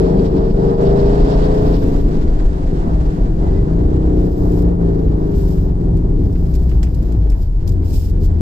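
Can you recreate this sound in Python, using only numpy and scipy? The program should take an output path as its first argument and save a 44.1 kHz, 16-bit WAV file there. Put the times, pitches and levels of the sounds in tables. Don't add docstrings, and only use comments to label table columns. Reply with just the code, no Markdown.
import sys
import numpy as np
from scipy import signal
from scipy.fft import rfft, irfft, next_fast_len
from scipy.io import wavfile
from scipy.ndimage import uniform_filter1d

SR = 44100
rng = np.random.default_rng(int(sys.argv[2]) if len(sys.argv) > 2 else 0)


def invert_db(level):
    return 10 ** (np.asarray(level, dtype=float) / 20)


def file_out(sig):
    cols = np.atleast_2d(sig).T
    lim = np.clip(cols, -1, 1)
    pcm = np.round(lim * 32767).astype(np.int16)
    wavfile.write(sys.argv[1], SR, pcm)


N = 370864
TIME_S = np.arange(N) / SR
LONG = next_fast_len(N)
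BIN_HZ = np.maximum(np.arange(LONG // 2 + 1) * SR / LONG, 1)

# t/s, level/dB
DRONE = [(0, -20.5), (.35, -25.5), (0.851, -19), (1.75, -22.5), (2.13, -25.5), (2.3, -29), (2.903, -28),
         (3.401, -25.5), (3.6, -23.5), (4.26, -19), (5, -22), (5.602, -24), (6.4, -26.5), (7.2, -29.5),
         (7.64, -35.5), (7.75, -29), (8.0, -36.5), (8.41, -29.5)]
# t/s, f/Hz
CYCLE = [(0, 24.8), (.3, 24.7), (.75, 25.7), (1.5, 28.2), (2.07, 28.1), (3.18, 18.4), (3.33, 20.2),
         (3.66, 25.8), (3.93, 31.8), (4.01, 31.6), (4.19, 29.9), (4.4, 30.1), (4.7, 29.2), (5.06, 27.2),
         (5.52, 23.9), (6.51, 16.1), (7.2, 13.8), (7.38, 11.3), (7.54, 11), (7.63, 21.5), (7.75, 22.5),
         (8.41, 20.5)]
# t/s, opening (0-1)
THROTTLE = [(0, 1), (1.7, 1), (2.3, 0), (8.41, 0)]
# pulling level/dB, coasting level/dB
ORDERS = [(-11, -16), (-1, 4), (-9, -3), (-9, 0), (1, -7), (-2, 1), (4, -3), (3, -.5), (-2, -5.5), (-1, -2),
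          (-5, -10.5), (-15, -4), (-8, -9.5), (-8.5, -9), (1, -11), (0, -2.5), (-6, -17), (1.5, -12),
          (2.5, -12), (-7, -15), (-4.5, -10), (-7, -16), (-2.5, -17), (-7, -15), (-7, -17)]
# pulling level/dB, coasting level/dB
UPPER_ORDERS = (-9.5, -26.5)
# t/s, extra level/dB
FOURTH_BOOM = [(6.1, 0), (6.55, 16), (7.1, 17), (7.3, 19), (7.52, 22), (7.55, 6), (7.62, 10), (7.65, 24),
               (7.9, 21), (8.41, 18)]
# f/Hz, level/dB
BODY = [(40, 4), (70, 3), (100, -3), (145, 1.5), (165, 10), (190, -1), (240, -9), (265, .5), (290, 3),
        (315, 3.5), (340, 0), (370, 1.5), (395, 8), (418, 1), (442, .5), (465, 2), (497, -9), (520, -3),
        (560, -11), (610, -3), (660, -6), (840, -12), (1100, -28)]
# t/s, factor
RAGGED = [(0, 1), (.5, .4), (1.8, .4), (3.1, .7), (3.9, .4), (5.8, .4), (7.2, 1.2), (8.41, 4.5)]
# t/s, depth/dB, half width to 1/e/s
DIPS = [(0.299, 4, 0.032), (.54, 4.5, 0.044), (0.768, 6.5, 0.03), (1.802, 5, 0.028), (2.028, 5.5, 0.019),
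        (3.351, 3.5, 0.046), (4.342, 5.5, 0.067), (4.767, 5, 0.035), (5.75, 4.5, 0.03), (6.94, 1.5, 0.046),
        (7.52, 5.5, 0.12)]
# f/Hz, relative level/dB
INTAKE = [(1800, -12.5), (2600, -4), (4700, -2.5), (5600, -6.5), (6200, -46.5)]
# t/s, envelope peak level/dB, f/Hz
THUDS = [(7.173, -6.5, 95.5), (7.636, -24, 80.4), (7.759, -16.5, 99)]
# t/s, level/dB, left minus right level/dB, brightness (0-1)
TICKS = [(5.0776, -35, 11, 0.13), (5.97, -37.5, -5, 0.6), (6.326, -38.5, -0.5, 0.6), (6.355, -30, 3, 0),
         (6.539, -30.5, -3.5, 0.6), (6.552, -33.5, -6, 0.8), (6.694, -34, -11, 0.4),
         (6.714, -27.5, -4, 0.06), (6.8297, -19.5, -6.5, 0.42), (6.842, -37.5, 1, 0.4),
         (6.868, -31.5, -2.5, 0.1), (6.946, -44, -11.5, 1), (7.026, -45, -5, 0.9), (7.1214, -35, 1.5, 0.5),
         (7.3, -36.5, -4.5, 0.9), (7.319, -29, 2.5, 0.3), (7.6762, -33, 4.5, 1), (7.691, -36.5, 0, 1),
         (7.7198, -40, -1, 1)]
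# start t/s, loudest t/s, end t/s, level/dB
STROKES = [(1.468, 1.754, 2.2, -49), (4.138, 4.267, 4.72, -52.5), (4.353, 4.68, 4.63, -48),
           (4.803, 5.559, 5.7, -55.5), (5.345, 5.358, 5.72, -49), (6.148, 6.396, 7.45, -53),
           (7.33, 7.43, 7.48, -52), (7.663, 7.686, 7.7, -49), (7.829, 7.982, 8.13, -39.5),
           (8.194, 8.254, 8.28, -44.5)]
# f/Hz, relative level/dB
SKIN = [(1290, -53), (2200, -16.5), (2410, -14), (4200, -9), (5100, -3.5), (5800, -10), (7840, -7.5),
        (9010, -17.5), (11200, -10.5), (14300, -8), (15800, -9)]
# t/s, tyre roar level/dB, wind hiss level/dB
ROAD = [(0, -14, -41.5), (.45, -16.5, -44.5), (.85, -10.5, -41), (1.3, -12.5, -35.5), (1.7, -12.5, -40.5),
        (1.82, -16, -40.5), (2.25, -21.5, -43.5), (4.5, -19.5, -48), (5.4, -24, -50), (6.1, -26.5, -54),
        (7.2, -29, -53.5), (8.0, -31, -54), (8.41, -29, -50.5)]
# t/s, rumble level/dB, boom level/dB
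BASS_LEVEL = [(0, -20, -15.5), (1.4, -9.5, -18), (1.65, -14.5, -15), (2.15, -8, -17.5), (2.7, -13.5, -19),
              (4.5, -18.5, -15.5), (5.85, -19.5, -17), (6.15, -16, -14), (7.2, -32.5, -19.5),
              (7.38, -16, -18), (8.41, -16.5, -17.5)]
# t/s, level/dB
DRUMMING = [(0, -16), (.5, -18), (.9, -25), (1.5, -23), (1.8, -17), (2.5, -27), (3.3, -23.5), (4.7, -24),
            (5.0, -27.5), (5.8, -28), (6.1, -24), (7.2, -30.5), (8.41, -32)]
# f/Hz, relative level/dB
RUMBLE = [(5.9, -33), (10, -3.5), (38, 2), (60, -9.5), (78, -21), (130, -120)]
# f/Hz, relative level/dB
BOOM = [(24, -25), (40, -1.5), (60, -4.5), (108, -10), (140, -17), (180, -28), (310, -120)]
# f/Hz, relative level/dB
DRUM = [(70, -40.5), (110, -9), (190, -11), (240, -8), (420, -11), (490, -10), (580, -40)]
# f/Hz, relative level/dB
ROAR = [(430, -38.5), (510, -6.5), (600, -7), (1000, -10.5), (1400, -18), (1900, -20), (2600, -57)]
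# f/Hz, relative level/dB
HISS = [(710, -13.5), (1200, -0.5), (1570, 1.5), (2270, -9), (5010, -12.5), (5960, -17.5), (7790, -17),
        (9000, -32), (11500, -23.5), (14000, -47)]
# f/Hz, width/Hz, level/dB
CABIN = [(54.1, 30, -11.5), (91, 36, -8), (177, 110, 2.5), (288, 94, -1.5), (360, 42, -5.5), (475, 41, -15),
         (634, 44, -17.5), (820, 220, -23)]
# f/Hz, likeness (0-1), right leads/rad, left minus right level/dB
PORTS = [(20, .995, 0, 1.2), (60, .99, 0, .8), (100, .93, 0, .3), (140, .98, .08, .4), (260, .93, .2, 2),
         (400, .88, .7, 5), (600, .3, 1.6, 0), (1050, .75, 3.1, -2), (1600, .68, 2.9, -2),
         (2400, .15, 6, 0), (5000, .05, 9, -6), (9000, .05, 9, -5), (15000, .05, 9, 8)]
# left f/Hz, right f/Hz
TREBLE_END = (16000, 14500)

INTAKE_DB = -7
THUD_RISE_S = 0.012
STROKE_CURVE = 0.7
RUSTLE_DB, RUSTLE_TOP_HZ = -62, 13500
SQUEAL_START_S, SQUEAL_END_S, SQUEAL_EDGE_S = 3.39, 3.63, 0.03
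SQUEAL_START_HZ, SQUEAL_SAG_HZ_PER_S, SQUEAL_DB = 2040, 270, -54.5
NULL_HZ, NULL_WIDTH_HZ, NULL_DEPTH = 550, 60, 0.6
LIMIT_DB, SQUEEZE = -7, 0.35
OVERSHOOT_FALL_DB_PER_S = 30


def rms_one(x):
    return x / np.sqrt(np.mean(x ** 2) + 1e-20)


def in_time(rows):
    t, *columns = np.transpose(rows)
    return [np.interp(TIME_S, t, column) for column in columns]


def at_hz(points, hz, axis=1):
    return np.interp(np.log(hz), np.log(np.array(points)[:, 0]), np.array(points)[:, axis])


def drift(rate_hz, size=1):
    pole = np.exp(-2 * np.pi * rate_hz * 64 / SR)
    white = rng.standard_normal(N // 64 + 2002)
    slow = signal.lfilter([1], [1, -2 * pole, pole * pole], white)[2000:]
    return np.interp(np.arange(0, N, size) / 64, np.arange(len(slow)), rms_one(slow))


def noise(colour, level_db, flicker_db, rate_hz):
    white = rng.standard_normal((2, LONG))
    coloured = irfft(rfft(white) * invert_db(at_hz(colour, BIN_HZ)), LONG)[:, :N]
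    return rms_one(coloured) * invert_db(level_db + flicker_db * drift(rate_hz))


def dips_db():
    return -sum(depth_db * np.exp(-((TIME_S - t) / width_s) ** 2) for t, depth_db, width_s in DIPS)


def engine():
    step = 16
    curves = (CYCLE, DRONE, THROTTLE, FOURTH_BOOM, RAGGED)
    cycle_hz, drone_db, opening, fourth_db, ragged = (in_time(rows)[0][::step] for rows in curves)
    cycle_phase = 2 * np.pi * np.cumsum(cycle_hz) * step / SR
    orders = 0
    for k in range(1, 41):
        pull_db, coast_db = ORDERS[k - 1] if k <= len(ORDERS) else UPPER_ORDERS
        level_db = coast_db + opening * (pull_db - coast_db) + at_hz(BODY, k * cycle_hz)
        if k == 4:
            level_db = level_db + fourth_db
        level_db = level_db + 1.5 * drift(3, size=step)
        waver = (0.08 + 0.0015 * k * k) * ragged * drift(5, size=step)
        start_phase = rng.uniform(0, 2 * np.pi, (2, 1))
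        orders = orders + invert_db(level_db) * np.sin(k * cycle_phase + waver + start_phase)
    drone = orders * invert_db(drone_db + dips_db()[::step])
    return signal.resample_poly(drone, step, 1, axis=1)[:, :N]


def intake():
    opening = in_time(THROTTLE)[0]
    hiss_db = in_time(ROAD)[1] + dips_db()
    return opening * noise(INTAKE, hiss_db + INTAKE_DB, flicker_db=3.5, rate_hz=18)


def thuds():
    out = np.zeros(N)
    age = TIME_S[:SR // 4]
    envelope = age / THUD_RISE_S * np.exp(1 - age / THUD_RISE_S)
    for t, peak_db, hz in THUDS:
        out[round(t * SR):][:len(age)] += invert_db(peak_db) * envelope * np.sin(2 * np.pi * hz * age)
    return out


def ticks():
    out = np.zeros((2, N))
    age = np.arange(4000) / SR
    decay = np.exp(-age / 0.0055) + 0.37 * np.exp(-age / 0.02)
    plastic = signal.butter(2, [1200, 3000], "band", fs=SR, output="sos")
    hz = np.maximum(np.arange(2001) * SR / 4000, 1)
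    colour = invert_db(at_hz(SKIN, hz))
    for t, level_db, pan_db, brightness in TICKS:
        burst = rng.standard_normal((2, len(age)))
        share = np.clip(brightness, 0, 1)
        treble = np.where(hz > 9000, share, 1.0)
        body = 0.74 * (1 - share) * signal.sosfilt(plastic, burst)
        snap = 2.2 * share * irfft(rfft(burst) * colour * treble)
        port_db = level_db + np.array([[0.5], [-0.5]]) * pan_db
        out[:, round(t * SR):][:, :len(age)] += (body + snap) * decay * invert_db(port_db)
    return out


def sliding():
    swell = 0
    for start_s, loudest_s, end_s, db in STROKES:
        stroke = np.interp(TIME_S, [start_s, loudest_s, end_s], [0, 1, 0])
        swell = swell + invert_db(db) * stroke ** STROKE_CURVE
    friction = noise(SKIN, 0, flicker_db=1.5, rate_hz=40)
    low_pass = signal.butter(8, RUSTLE_TOP_HZ, fs=SR, output="sos")
    rustle = signal.sosfilt(low_pass, friction)
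    return swell * friction + invert_db(RUSTLE_DB) * rustle


def squeal():
    sagging_hz = SQUEAL_START_HZ - SQUEAL_SAG_HZ_PER_S * (TIME_S - SQUEAL_START_S)
    to_edge_s = np.minimum(TIME_S - SQUEAL_START_S, SQUEAL_END_S - TIME_S)
    gate = np.clip(to_edge_s / SQUEAL_EDGE_S, 0, 1)
    level = invert_db(SQUEAL_DB + 3 * drift(30))
    phase = 2 * np.pi * np.cumsum(sagging_hz + 16 * drift(40)) / SR
    return gate * level * np.sin(phase)


def cabin(x):
    modes = sum(invert_db(db) / (1 + 2j * (BIN_HZ - hz) / width_hz) for hz, width_hz, db in CABIN)
    node = 1 - NULL_DEPTH / (1 + 2j * (BIN_HZ - NULL_HZ) / NULL_WIDTH_HZ)
    return irfft(rfft(x, LONG) * modes * node, LONG)[:, :N]


def road():
    rumble_db, boom_db = in_time(BASS_LEVEL)
    roar_db, hiss_db = in_time(ROAD) + dips_db()
    drumming_db = in_time(DRUMMING)[0] + dips_db()
    drumming = noise(DRUM, drumming_db, flicker_db=2, rate_hz=5)
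    roar = noise(ROAR, roar_db, flicker_db=1.2, rate_hz=7.6)
    rumble = noise(RUMBLE, rumble_db, flicker_db=0.5, rate_hz=0.7)
    boom = noise(BOOM, boom_db, flicker_db=3, rate_hz=3.8)
    hiss = noise(HISS, hiss_db, flicker_db=1.52, rate_hz=25)
    return rumble + boom + cabin(drumming + roar) + hiss


def ports(x, other):
    alike = np.clip(at_hz(PORTS, BIN_HZ), 0, 1)
    lead = np.exp(1j * at_hz(PORTS, BIN_HZ, axis=2))
    lean = invert_db(at_hz(PORTS, BIN_HZ, axis=3) / 2)
    left = rfft(x, LONG)
    right = alike * left * lead + np.sqrt(1 - alike ** 2) * rfft(other, LONG)
    return irfft(np.array([left * lean, right / lean]), LONG)[:, :N]


def scene():
    diffuse = engine() + road() + intake() + sliding()
    return ports(*diffuse) + thuds() + ticks() + squeal()


def top_cut(x):
    return signal.sosfilt(signal.butter(12, 15850, fs=SR, output="sos"), x)


def record(dry):
    low_passes = [signal.cheby2(10, 40, hz, fs=SR, output="sos") for hz in TREBLE_END]
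    heard = np.array([signal.sosfilt(sos, x) for sos, x in zip(low_passes, dry)])
    peak_db = 20 * np.log10(np.abs(heard).max(axis=0) + 1e-9)
    over_db = np.maximum(peak_db - LIMIT_DB, 0)
    ramp_db = OVERSHOOT_FALL_DB_PER_S * TIME_S
    held_db = np.maximum.accumulate(over_db + ramp_db) - ramp_db
    smooth_db = uniform_filter1d(held_db, size=200)
    limited = heard * invert_db(-SQUEEZE * smooth_db)
    rounded = limited / (1 + (limited / 0.9) ** 4) ** 0.25
    return top_cut(rounded)


dry = scene()
out = record(dry)
file_out(out)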